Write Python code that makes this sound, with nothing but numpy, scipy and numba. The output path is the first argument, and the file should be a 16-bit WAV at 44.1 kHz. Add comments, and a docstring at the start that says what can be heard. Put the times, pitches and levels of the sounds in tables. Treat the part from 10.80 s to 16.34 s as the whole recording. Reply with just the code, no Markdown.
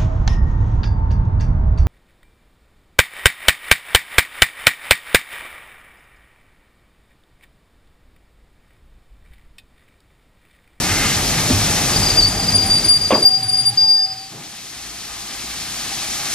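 """Beside the track at a station, a few metres from a steam locomotive that brakes to a stand, hissing all the while.
Shaped noise makes the steam, the rolling and the shaking of the track; struck modes make the rail joints and couplings.
Friction tones make the brake shoes, which chirp near 4.7 kHz and then shriek, and the rigging, which groans and moans.
The stereo recorder's gain control ducks under loud sound, holds, and lets the hiss creep back."""
import sys
import numpy as np
from scipy import signal
from scipy.fft import rfft, irfft
from scipy.io import wavfile
from scipy.ndimage import uniform_filter1d
from numba import njit

SR = 44100
rng = np.random.default_rng(int(sys.argv[2]) if len(sys.argv) > 2 else 0)


def store_pcm(level_fs):
    """Save levels as 16-bit WAV."""
    pcm = np.round(np.clip(level_fs, -1, 1) * 32767).astype(np.int16)
    wavfile.write(sys.argv[1], SR, np.atleast_2d(pcm).T)


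N = 244446
T = np.arange(N) / SR
FREQS = np.maximum(np.arange(N // 2 + 1) * SR / N, 1)  # Hz, kept above zero for the logarithms


def undb(db):
    """Decibels to gain."""
    return 10 ** (np.asarray(db) / 20)


def unit(x):
    """Scale to rms 1."""
    return x / np.sqrt(np.mean(np.abs(x) ** 2))


def colour(points):
    """Gain at every frequency from (Hz, dB) points, joined on a logarithmic frequency scale."""
    hz, db = np.transpose(points)
    return undb(np.interp(np.log(FREQS), np.log(hz), db))


def walk(rate, size=100):
    """Smooth chance of spread 1 that changes about rate times a second, drawn every size samples."""
    times = T[::size]
    hz = np.arange(len(times) // 2 + 1) * SR / size / len(times)
    lowpass = 1 / (1 + (hz / rate) ** 4)
    slow = irfft(rfft(rng.standard_normal(len(times))) * lowpass, len(times))
    return np.interp(T, times, unit(slow))


def ports(x, left_db):
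    """Two microphone ports: the right hears later; left_db tilts the presence range to the left."""
    right_lag_s = 4.2e-5
    spectrum = rfft(x)
    tilt_db = left_db / 2 * FREQS / (FREQS + 600) / (1 + (FREQS / 8000) ** 4)
    late = np.exp(-2j * np.pi * FREQS * right_lag_s)
    left = spectrum * undb(tilt_db)
    right = spectrum * late * undb(-tilt_db)
    return irfft(np.array([left, right]), N)


def rush(shape, left_db, diffuse, flicker_db):
    """Turbulent noise of rms 1: each octave flickers alone, and scatter, mostly treble, differs between the ports."""
    direct = rfft(rng.standard_normal(N)) * shape
    flickering = 0
    for octave in np.arange(3, 15):  # centres at 2 ** octave Hz
        band = np.maximum(1 - np.abs(np.log2(FREQS) - octave), 0)
        flickering = flickering + irfft(direct * band, N) * undb(flicker_db * walk(21.6))
    scatter_gain = diffuse * (0.46 + FREQS / (FREQS + 1500))
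    scatter = irfft(rfft(rng.standard_normal((2, N))) * shape * scatter_gain, N)
    return unit(ports(flickering, left_db) + scatter)


def stick_slip(hz, rough, flutter_hz, wander_hz, octave_db, third_db=-19, patchy_db=4.5):
    """A friction-driven mode: near a sine, fluttering in strength and phase, with weak overtones."""
    turn = np.exp(2j * np.pi * np.cumsum(hz + wander_hz * walk(23.8)) / SR)
    out = 0
    # the third partial lies third_db relative to the octave
    for k, db in enumerate((0, octave_db, octave_db + third_db)):
        flutter = 1 + rough * (walk(flutter_hz) + 1j * walk(flutter_hz))
        flutter = flutter / np.sqrt(1 + 2 * rough ** 2)
        # the overtones come and go as the contact changes
        patches_db = patchy_db * walk(25) if k else 0
        out = out + undb(db + patches_db) * (flutter * turn ** (k + 1)).imag
    return np.sqrt(2) * out


def fade(start, t60):
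    """Silence, then an exponential decay from start; t60 is the time to fall 60 dB."""
    return (T >= start) * np.exp(-np.log(1000) * np.maximum(T - start, 0) / t60)


def swell(start, length, attack_s, t60):
    """Smooth attack, hold until length has passed, exponential release."""
    rise = np.sin(np.pi / 2 * np.clip((T - start) / attack_s, 0, 1)) ** 2
    return rise * np.exp(-np.log(1000) * np.maximum(T - start - length, 0) / t60)


def ring(start, hz, t60, push_s=0.0083):
    """One mode, pushed into motion by a heavy blow."""
    age = np.maximum(T - start, 0)
    pushed = 1 - np.exp(-age / push_s)
    return fade(start, t60) * pushed * np.sin(2 * np.pi * (hz * age + rng.random()))


def passing(closest_s, near_s):
    """Nearness 0-1 of a part of the engine that rolls past the microphone."""
    return 1 / (1 + ((T - closest_s) / near_s) ** 2)


def walls(x, t60):
    """Scatter from the engine's flank and the station: decaying noise, different at each port."""
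    t = T[:SR // 2]
    response = rng.standard_normal((2, len(t))) * np.exp(-np.log(1000) * t / t60) * (t > .004)
    response /= np.sqrt(np.sum(response ** 2, axis=1, keepdims=True))
    return signal.fftconvolve(x[None], response, axes=1)[:, :N]


def steam(surge_db=0.5):
    """A jet coloured by its outlet, which rolls past and later opens; late on, the boiler drones low."""
    # noise spectrum of the jet: pitch_hz, density_db (relative, per Hz)
    jet_spectrum = [(30, -4), (90, 0), (170, 1), (370, -2.5), (490, -11.5), (600, -6.5), (750, -3),
                    (1000, -3), (2200, -0.4), (3200, 0), (4400, 0.5), (6000, 2), (8000, -2.5),
                    (12000, -3.5), (15000, -20)]
    # resonances of the outlet between the frames, and notches from the ground: centre_hz, width_hz, lift_db
    outlet_modes = [(249, 3.4, -7), (701, 32, 6.5), (808, 50, 7.5), (956, 39, -6.5), (1227, 60, 6),
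                    (1450, 220, -2.5), (2813, 46, -17), (3130, 100, -3), (3500, 140, -2), (3760, 160, 0.5),
                    (3850, 170, -1.5), (4280, 44, 3)]
    lift_db = sum(db / (1 + (2 * (FREQS - hz) / width) ** 2) for hz, width, db in outlet_modes)
    jet = rush(colour(jet_spectrum) * undb(lift_db), left_db=3.5, diffuse=0.47, flicker_db=1.47)
    # the jet gains 5 dB over 2.46 s, from 1.47 s on
    flow_db = -19.5 + 5 * np.clip((T - 1.47) / 2.46, 0, 1) + surge_db * walk(0.52)
    near_db = 1.5 * passing(closest_s=0.98, near_s=0.26)
    drone = undb(-32) * swell(3.84, length=0.8, attack_s=0.19, t60=3.6)
    drone *= stick_slip(55.6, rough=0.5, flutter_hz=7.6, wander_hz=0.89, octave_db=-11)
    return jet * undb(flow_db + near_db) + ports(drone, left_db=-7)


def wheels(knock_db=-15, knock_t60=0.1):
    """Rolling settles just before the stop, track shaking follows speed; joints ring the wheel, then the frame."""
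    # wheels over rail joints, the farther ones duller:
    # start_s, level_db (relative), dullness_db (per octave above the frame's note)
    joints = [(.701, -2, 0), (1.162, -14.5, 4), (1.385, -7.5, 8.5), (1.746, -14, 0.5), (2.045, -13.5, 0)]
    # what a joint sets ringing, wheel first and frame last: delay_s, pitch_hz, level_db (relative), t60_s
    thump_modes = [(0, 253, 5, 0.062), (0, 332, -7, 0.068), (0.018, 120, -9, 0.058), (0.035, 102, -2, 0.19),
                   (0.05, 62, -8.5, 0.13)]
    # spectra of rolling, shaking track and scraping shoe: pitch_hz, density_db (relative, per Hz)
    rumble_spectrum = [(40, -30), (70, -33), (110, 1), (160, 0), (260, -4), (400, -9), (520, -11.5),
                       (780, -9.5), (1050, -17), (2200, -23.5), (5000, -47), (15000, -52)]
    track_spectrum = [(15, -14), (28, -10), (45, 6), (65, -3), (100, 8), (135, -7), (300, -44)]
    shoe_spectrum = [(400, -18), (800, -28), (1300, 2), (1900, 3.5), (2060, 7.5), (2180, 8), (2280, -7),
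                     (2450, 0), (2800, 3), (3500, -5), (5000, -13), (9000, -6), (15000, -35)]
    stop_s, settle_s = 3.5, 0.32
    frame_hz = 100

    speed = np.maximum(1 - T / stop_s, 0)  # share of the first speed: the wheels slow evenly
    # the tender's leading axle draws near and passes
    near_db = 4 * passing(closest_s=1.84, near_s=1)
    rolling = undb(-26.5 + near_db) * np.clip((stop_s - T) / settle_s, 0, 1) ** 2
    # the frame shudders once as the wheels stop
    shudder = undb(-16) * swell(3.49, length=0.083, attack_s=0.043, t60=0.59)
    knocks = sum(undb(db + knock_db) * fade(s, knock_t60) for s, db, _ in joints)
    rumble = rush(colour(rumble_spectrum), left_db=0.0, diffuse=0.36, flicker_db=0)
    out = (rolling + shudder + knocks) * rumble

    # the frame rumbles on just after each joint
    jolt_lag_s, jolt_rise_s, jolt_db, jolt_t60 = 0.0089, 0.024, -15, .25
    jolts = sum(undb(db + jolt_db) * swell(s + jolt_lag_s, jolt_rise_s, jolt_rise_s, jolt_t60)
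                for s, db, _ in joints)
    shaking = undb(-29 + near_db) * speed ** 0.18
    out += (shaking + jolts) * rush(colour(track_spectrum), left_db=4.0, diffuse=0.26, flicker_db=1.5)

    # a shoe scrapes dryly at first
    scrape = undb(-22.5) * swell(0, length=0.33, attack_s=0.13, t60=0.25)
    out += scrape * rush(colour(shoe_spectrum), left_db=-1.0, diffuse=0.11, flicker_db=2.5)

    thumps = sum(undb(db + mode_db - dull * np.log2(hz / frame_hz)) * ring(s + lag, hz, t60)
                 for s, db, dull in joints for lag, hz, mode_db, t60 in thump_modes)
    return out + ports(thumps, left_db=0.5)


def singing():
    """Faint, uneven ringing of the shoes between the chirps, growing with the brake's bite."""
    start_s, bite_db_per_s = 1, 10
    bite_db = bite_db_per_s * (T - start_s)
    gain = undb(-24.5 + bite_db) * swell(start_s, length=1.82, attack_s=0.21, t60=0.96)
    return gain * stick_slip(4760, rough=1.2, flutter_hz=72, wander_hz=21.05, octave_db=-11.5)


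def catch(start, length, attack_s, release_s=0.029):
    """A shoe's grip: a rounded rise, a hold, and a rounded letting go."""
    edges = np.clip([(T - start) / attack_s, 1 - (T - start - length) / release_s], 0, 1)
    return np.sin(np.pi / 2 * edges.min(axis=0)) ** 2


def chirps():
    """The shoe catches and lets go; every catch is a thin tone that glides through its own pitch."""
    # catches of the shoe: start_s, length_s, attack_s, pitch_hz, glide_hz_per_s,
    # level_db (relative), octave_db (below the main tone)
    catches = [(1.156, 0.014, .01, 4735, -2, -14, -21), (1.226, .016, .012, 4730, 0, -16, -19),
               (1.256, .013, 0.011, 4800, 0, -17, -13), (1.29, 0.016, 0.017, 4710, 0, -15, -20),
               (1.362, 0.03, 0.031, 4727, -400, -1, -23), (1.407, 0.039, 0.019, 4595, -200, -5.5, -30),
               (1.463, 0.013, 0.013, 4700, 0, -8, -10), (1.554, .019, .017, 4780, 0, -15.5, -20),
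               (1.664, 0.024, 0.029, 4750, 3.5, -10.5, -26), (1.713, 0.014, 0.011, 4783, 0, -14, -24),
               (1.738, 0.022, 0.017, 4730, -1.5, -4, -5.5), (1.772, 0.058, .015, 4755, -200, -8.5, -18),
               (1.851, 0.016, 0.015, 4755, 0, -8, -5), (1.891, 0.085, 0.015, 4678, -250, -4.5, -13),
               (2.036, 0.019, 0.015, 4752, 0, -3, -9), (2.076, 0.086, .02, 4725, -500, 2, -13),
               (2.197, 0.022, 0.022, 4745, -400, -4.5, -11.5), (2.235, 0.018, 0.022, 4700, 0, -0.5, -22),
               (2.34, 0.015, 0.0099, 4750, 0, 2.5, -28), (2.369, 0.025, .012, 4748, -500, -5.5, -20),
               (2.415, 0.015, 0.019, 4700, 400, 3, -10), (2.445, 0.031, 0.016, 4735, -200, 13.5, -15.5),
               (2.495, 0.069, 0.017, 4748, 400, 5, -19), (2.573, 0.015, 0.011, 4790, 500, -2, -6),
               (2.622, 0.031, 0.016, 4712, 0, -1, -8), (2.673, 0.043, 0.022, 4725, 0, -0.5, -2),
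               (2.717, 0.025, 0.022, 4735, 200, 7.5, -10.5), (2.761, 0.05, .025, 4760, -600, 2, -7),
               (2.839, .043, .04, 4715, -100, 9.5, -11.5)]
    starts, lengths, _, hz, glide, levels, octave_db = np.transpose(catches)
    gain = np.max([undb(db) * catch(s, length, attack_s)
                   for s, length, attack_s, _, _, db, _ in catches], axis=0)
    # each catch keeps its settings until the next one takes over
    now = np.maximum(np.searchsorted(starts, T) - 1, 0)
    bend = glide[now] * (np.clip(T - starts[now], 0, lengths[now]) - lengths[now] / 2)
    hz = uniform_filter1d(hz[now] + bend, size=500)
    octave_db = uniform_filter1d(octave_db[now], size=500)
    # weak catches flutter, firm ones ring cleanly
    rough = np.maximum(.16 - .01 * uniform_filter1d(levels[now], size=500), 0)
    return gain * stick_slip(hz, rough, flutter_hz=70, wander_hz=4.15, octave_db=octave_db)


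def vent():
    """A second, harsher jet of steam swells as it comes round the engine, then eases a little."""
    # noise spectrum of the second jet: pitch_hz, density_db (relative, per Hz)
    vent_spectrum = [(40, -14), (100, -0.5), (160, 3.5), (350, 0.5), (520, -7.5), (900, -5.5), (2000, -3),
                     (3000, -0.5), (4500, 2), (6000, -4.5), (9000, -4.5), (15000, -16)]
    flow = undb(-19.5) * swell(1.45, length=3.6, attack_s=1.62, t60=4.4)
    return flow * rush(colour(vent_spectrum), left_db=5.0, diffuse=0.63, flicker_db=1.8)


def groans():
    """Low friction tones of the rigging whose pitch sags as their swing grows."""
    # groans: start_s, length_s, attack_s, t60_s, pitch_hz (at full swing), level_db (relative),
    # roughness (0-1), octave_db (below the main tone)
    groan_table = [(1.527, 0.098, 0.045, .15, 795, -29.5, .5, -23),
                   (1.815, 0.076, 0.031, .15, 770, -29, .5, -25),
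                   (2.47, 0.52, 0.1, 1.0, 120.9, -22, 0.57, -16),
                   (2.845, 0.088, 0.047, 0.33, 818, -24, 0.5, -27),
                   (3.15, 0.057, 0.042, 0.18, 1770, -22.5, 0.4, -31),
                   (3.219, 0.17, .1, .25, 125.4, -27.5, 0, -24)]
    sag = .02  # share by which a groan starts sharp
    out = 0
    for s, length, attack_s, t60, hz, db, rough, octave_db in groan_table:
        swing = swell(s, length, attack_s, t60)
        pitch = hz * (1 + sag * (1 - swing))
        tone = stick_slip(pitch, rough, flutter_hz=24.8, wander_hz=1.968, octave_db=octave_db)
        out = out + undb(db) * swing * tone
    return out


def shriek(waver_db=0.5):
    """One shoe locks into a clean, surging tone that rises as it dies; other shoes ring softly near its pitch,
    some before it and some beating with it."""
    # course of the shriek: time_s, pitch_hz, level_db (relative)
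    course = [(2.983, 4765, 11), (3.004, 4777, 7), (3.033, 4760, 12), (3.072, 4797, 6), (3.105, 4765, 14.5),
              (3.16, 4758, 13), (3.209, 4804, 7.5), (3.251, 4850, 11), (3.28, 4897, -6.5),
              (3.32, 4920, 1.5), (3.355, 4930, -20), (3.383, 4890, -6), (3.405, 4900, -25),
              (3.45, 4850, -14)]
    # other shoes near its pitch: start_s, length_s, pitch_hz, level_db (relative)
    other_shoes = [(1.885, 0.075, 4770, -16), (2.19, 0.055, 4805, -12), (2.71, .075, 4827, -3),
                   (3.047, 0.045, 4590, -6), (3.14, 0.304, 4625, -10.5), (3.12, 0.13, 4700, -5.5),
                   (3.27, 0.053, 4700, -10)]
    start_s = 2.971
    times, pitch, db = np.transpose(course)
    gain = undb(np.interp(T, times, db) + waver_db * walk(40))
    gain = gain * swell(start_s, times[-1] - start_s, attack_s=0.0093, t60=0.25)
    hz = np.interp(T, times, pitch)
    out = gain * stick_slip(hz, rough=0.05, flutter_hz=61, wander_hz=4.2, octave_db=-24)
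    for s, length, hz, db in other_shoes:
        ringing = undb(db) * swell(s, length, attack_s=0.042, t60=0.2)
        out = out + ringing * stick_slip(hz, rough=0.36, flutter_hz=23, wander_hz=1.57, octave_db=-18)
    return out


def moan(curve, attack_s=.03, t60=0.3):
    """A friction tone that bends with the load on the iron."""
    times, hz, db = np.transpose(curve)
    gain = undb(np.interp(T, times, db)) * swell(times[0], times[-1] - times[0], attack_s, t60)
    pitch = np.interp(T, times, hz)
    return gain * stick_slip(pitch, rough=0.26, flutter_hz=25, wander_hz=1.5, octave_db=-24.0)


def brakes(squeal_db=-3.0, groan_db=2.0):
    """High squeals of shoes on tyres, a little to the left, over the lower groans of the rigging."""
    # the rigging's moan and a brief higher whine: time_s, pitch_hz, level_db (relative)
    moan_curve = [(2.41, 794.7, -32), (2.452, 785, -20.5), (2.51, 759, -20), (2.6, 770, -19.5),
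                  (2.7, 751.5, -21), (2.86, 773, -26), (3.03, 779, -26), (3.23, 768, -16.5),
                  (3.35, 762, -17.5), (3.48, 778, -25.5)]
    whine_curve = [(2.93, 906, -36), (3.01, 885, -31), (3.05, 876, -16.5), (3.09, 864, -23.5),
                   (3.12, 869, -24), (3.17, 886, -24), (3.21, 892, -36)]
    squeal = chirps() + singing() + shriek()
    direct = ports(squeal, left_db=3.2)
    scatter = undb(-18) * walls(squeal, t60=.2)
    rigging = ports(groans() + moan(moan_curve) + moan(whine_curve), left_db=-2.5)
    return undb(squeal_db) * direct + scatter + undb(groan_db) * rigging


def couplings(ring_db=0.0, crash_db=-7, crash_t60=0.21, crack_db=-9.5, crack_t60=0.085, tail_db=-22, tail_t60=0.98):
    """Blows crack and ring the iron, each at its own spot; frames thud, loose parts crash, station walls answer."""
    # the couplings close up in a quick rattle: start_s, level_db (relative)
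    clanks = [(2.306, -2), (2.315, -2.5), (2.329, -8), (2.348, -10.5), (2.372, -18), (2.42, -21)]
    # modes of the iron, before each blow varies them: pitch_hz, level_db (relative), t60_s
    iron_modes = [(382, -22, 0.2), (521, 1.5, 0.1), (614.5, -6, 0.2), (724, -2.5, 0.099),
                  (855, -11.5, 0.16), (1049, -1.5, 0.077), (1120, -7, 0.17), (1750, -20, 0.2),
                  (1820, -23, 0.2), (2435, -12.5, 0.069), (2700, -16, 0.11)]
    # iron slides on iron in one quick squeak: time_s, pitch_hz, level_db (relative)
    squeak_curve = [(2.306, 2500, -14), (2.313, 3306, -16), (2.319, 3620, -14.5), (2.327, 2750, -15),
                    (2.336, 2200, -15), (2.35, 1900, -30)]
    # spectra of the crack, loose parts and thudding frames: pitch_hz, density_db (relative, per Hz)
    crack_spectrum = [(200, -22), (600, 3), (1150, -4), (1500, -5), (2000, 1), (3500, 0), (4400, -20),
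                      (15000, -49)]
    crash_spectrum = [(60, -26), (170, -17), (330, -3), (600, 3), (1100, -4.5), (1500, -9.5), (2500, -19.5),
                      (4500, -21), (15000, -51)]
    thud_spectrum = [(60, -29), (130, -5.5), (260, 1.5), (400, -2), (650, -10), (1200, -30), (15000, -75)]

    rings = 0
    spots = rng.standard_normal((len(clanks), len(iron_modes)))
    for (s, db), spot in zip(clanks, spots):
        for (hz, mode_db, t60), c in zip(iron_modes, spot):
            gain = undb(db + mode_db + 1.4 * c)
            rings = rings + gain * ring(s, hz * (1 + 0.01203 * c), t60, push_s=0.0016)

    def blows(t60):
        """Fading level of all blows, their powers added."""
        return np.sqrt(sum((undb(db) * fade(s, t60)) ** 2 for s, db in clanks))

    crack = undb(crack_db) * blows(crack_t60)
    crack = crack * rush(colour(crack_spectrum), left_db=0, diffuse=0.22, flicker_db=1.5)
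    # the heavy frames thud 7.3 ms after the couplings meet
    heave = undb(-8) * swell(clanks[0][0] + 0.0073, length=0.033, attack_s=0.0083, t60=0.49)
    thud = heave * rush(colour(thud_spectrum), left_db=-1.0, diffuse=0.13, flicker_db=0.5)
    # loose parts, then the longer, fainter tail from the walls
    loose = undb(crash_db) * blows(crash_t60) + undb(tail_db) * blows(tail_t60)
    crash = loose * rush(colour(crash_spectrum), left_db=-1.0, diffuse=0.14, flicker_db=3.5)
    squeak = moan(squeak_curve, attack_s=.004, t60=.05)
    return ports(undb(ring_db) * rings + squeak, left_db=0.0) + crack + thud + crash


def scene():
    """The whole engine at the two ports."""
    return steam() + vent() + wheels() + brakes() + couplings()


@njit
def duck(over_db, attack_s, hold_s, release_db_per_s):
    """Gain reduction in dB: grows quickly while the sound is too loud, holds, then creeps back."""
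    out, cut, idle = np.empty(len(over_db)), 0., 0.
    for i in range(len(over_db)):
        idle += 1 / SR
        if over_db[i] > cut:
            cut += (over_db[i] - cut) / (attack_s * SR)
            idle = 0.
        elif idle > hold_s:
            cut = max(cut - release_db_per_s / SR, 0.)
        out[i] = cut
    return out


def record(dry, ceiling_db=-12):
    """Automatic gain control on the level of both channels, rounded peaks, then the recorder's top cut."""
    power = uniform_filter1d(np.mean(dry ** 2, axis=0), size=220)  # averaged over 5 ms
    over_db = 10 * np.log10(np.abs(power) + 1e-12) - ceiling_db
    cut_db = duck(over_db, attack_s=0.043, hold_s=0.28, release_db_per_s=7.0)
    held = dry * undb(-cut_db)
    rounded = held / (1 + (held / .82) ** 4) ** .25
    top_cut = signal.ellip(8, .2, 80, 14700, fs=SR, output="sos")  # low-pass at 14.7 kHz
    return signal.sosfilt(top_cut, rounded)


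dry = scene()
out = record(dry)
store_pcm(out)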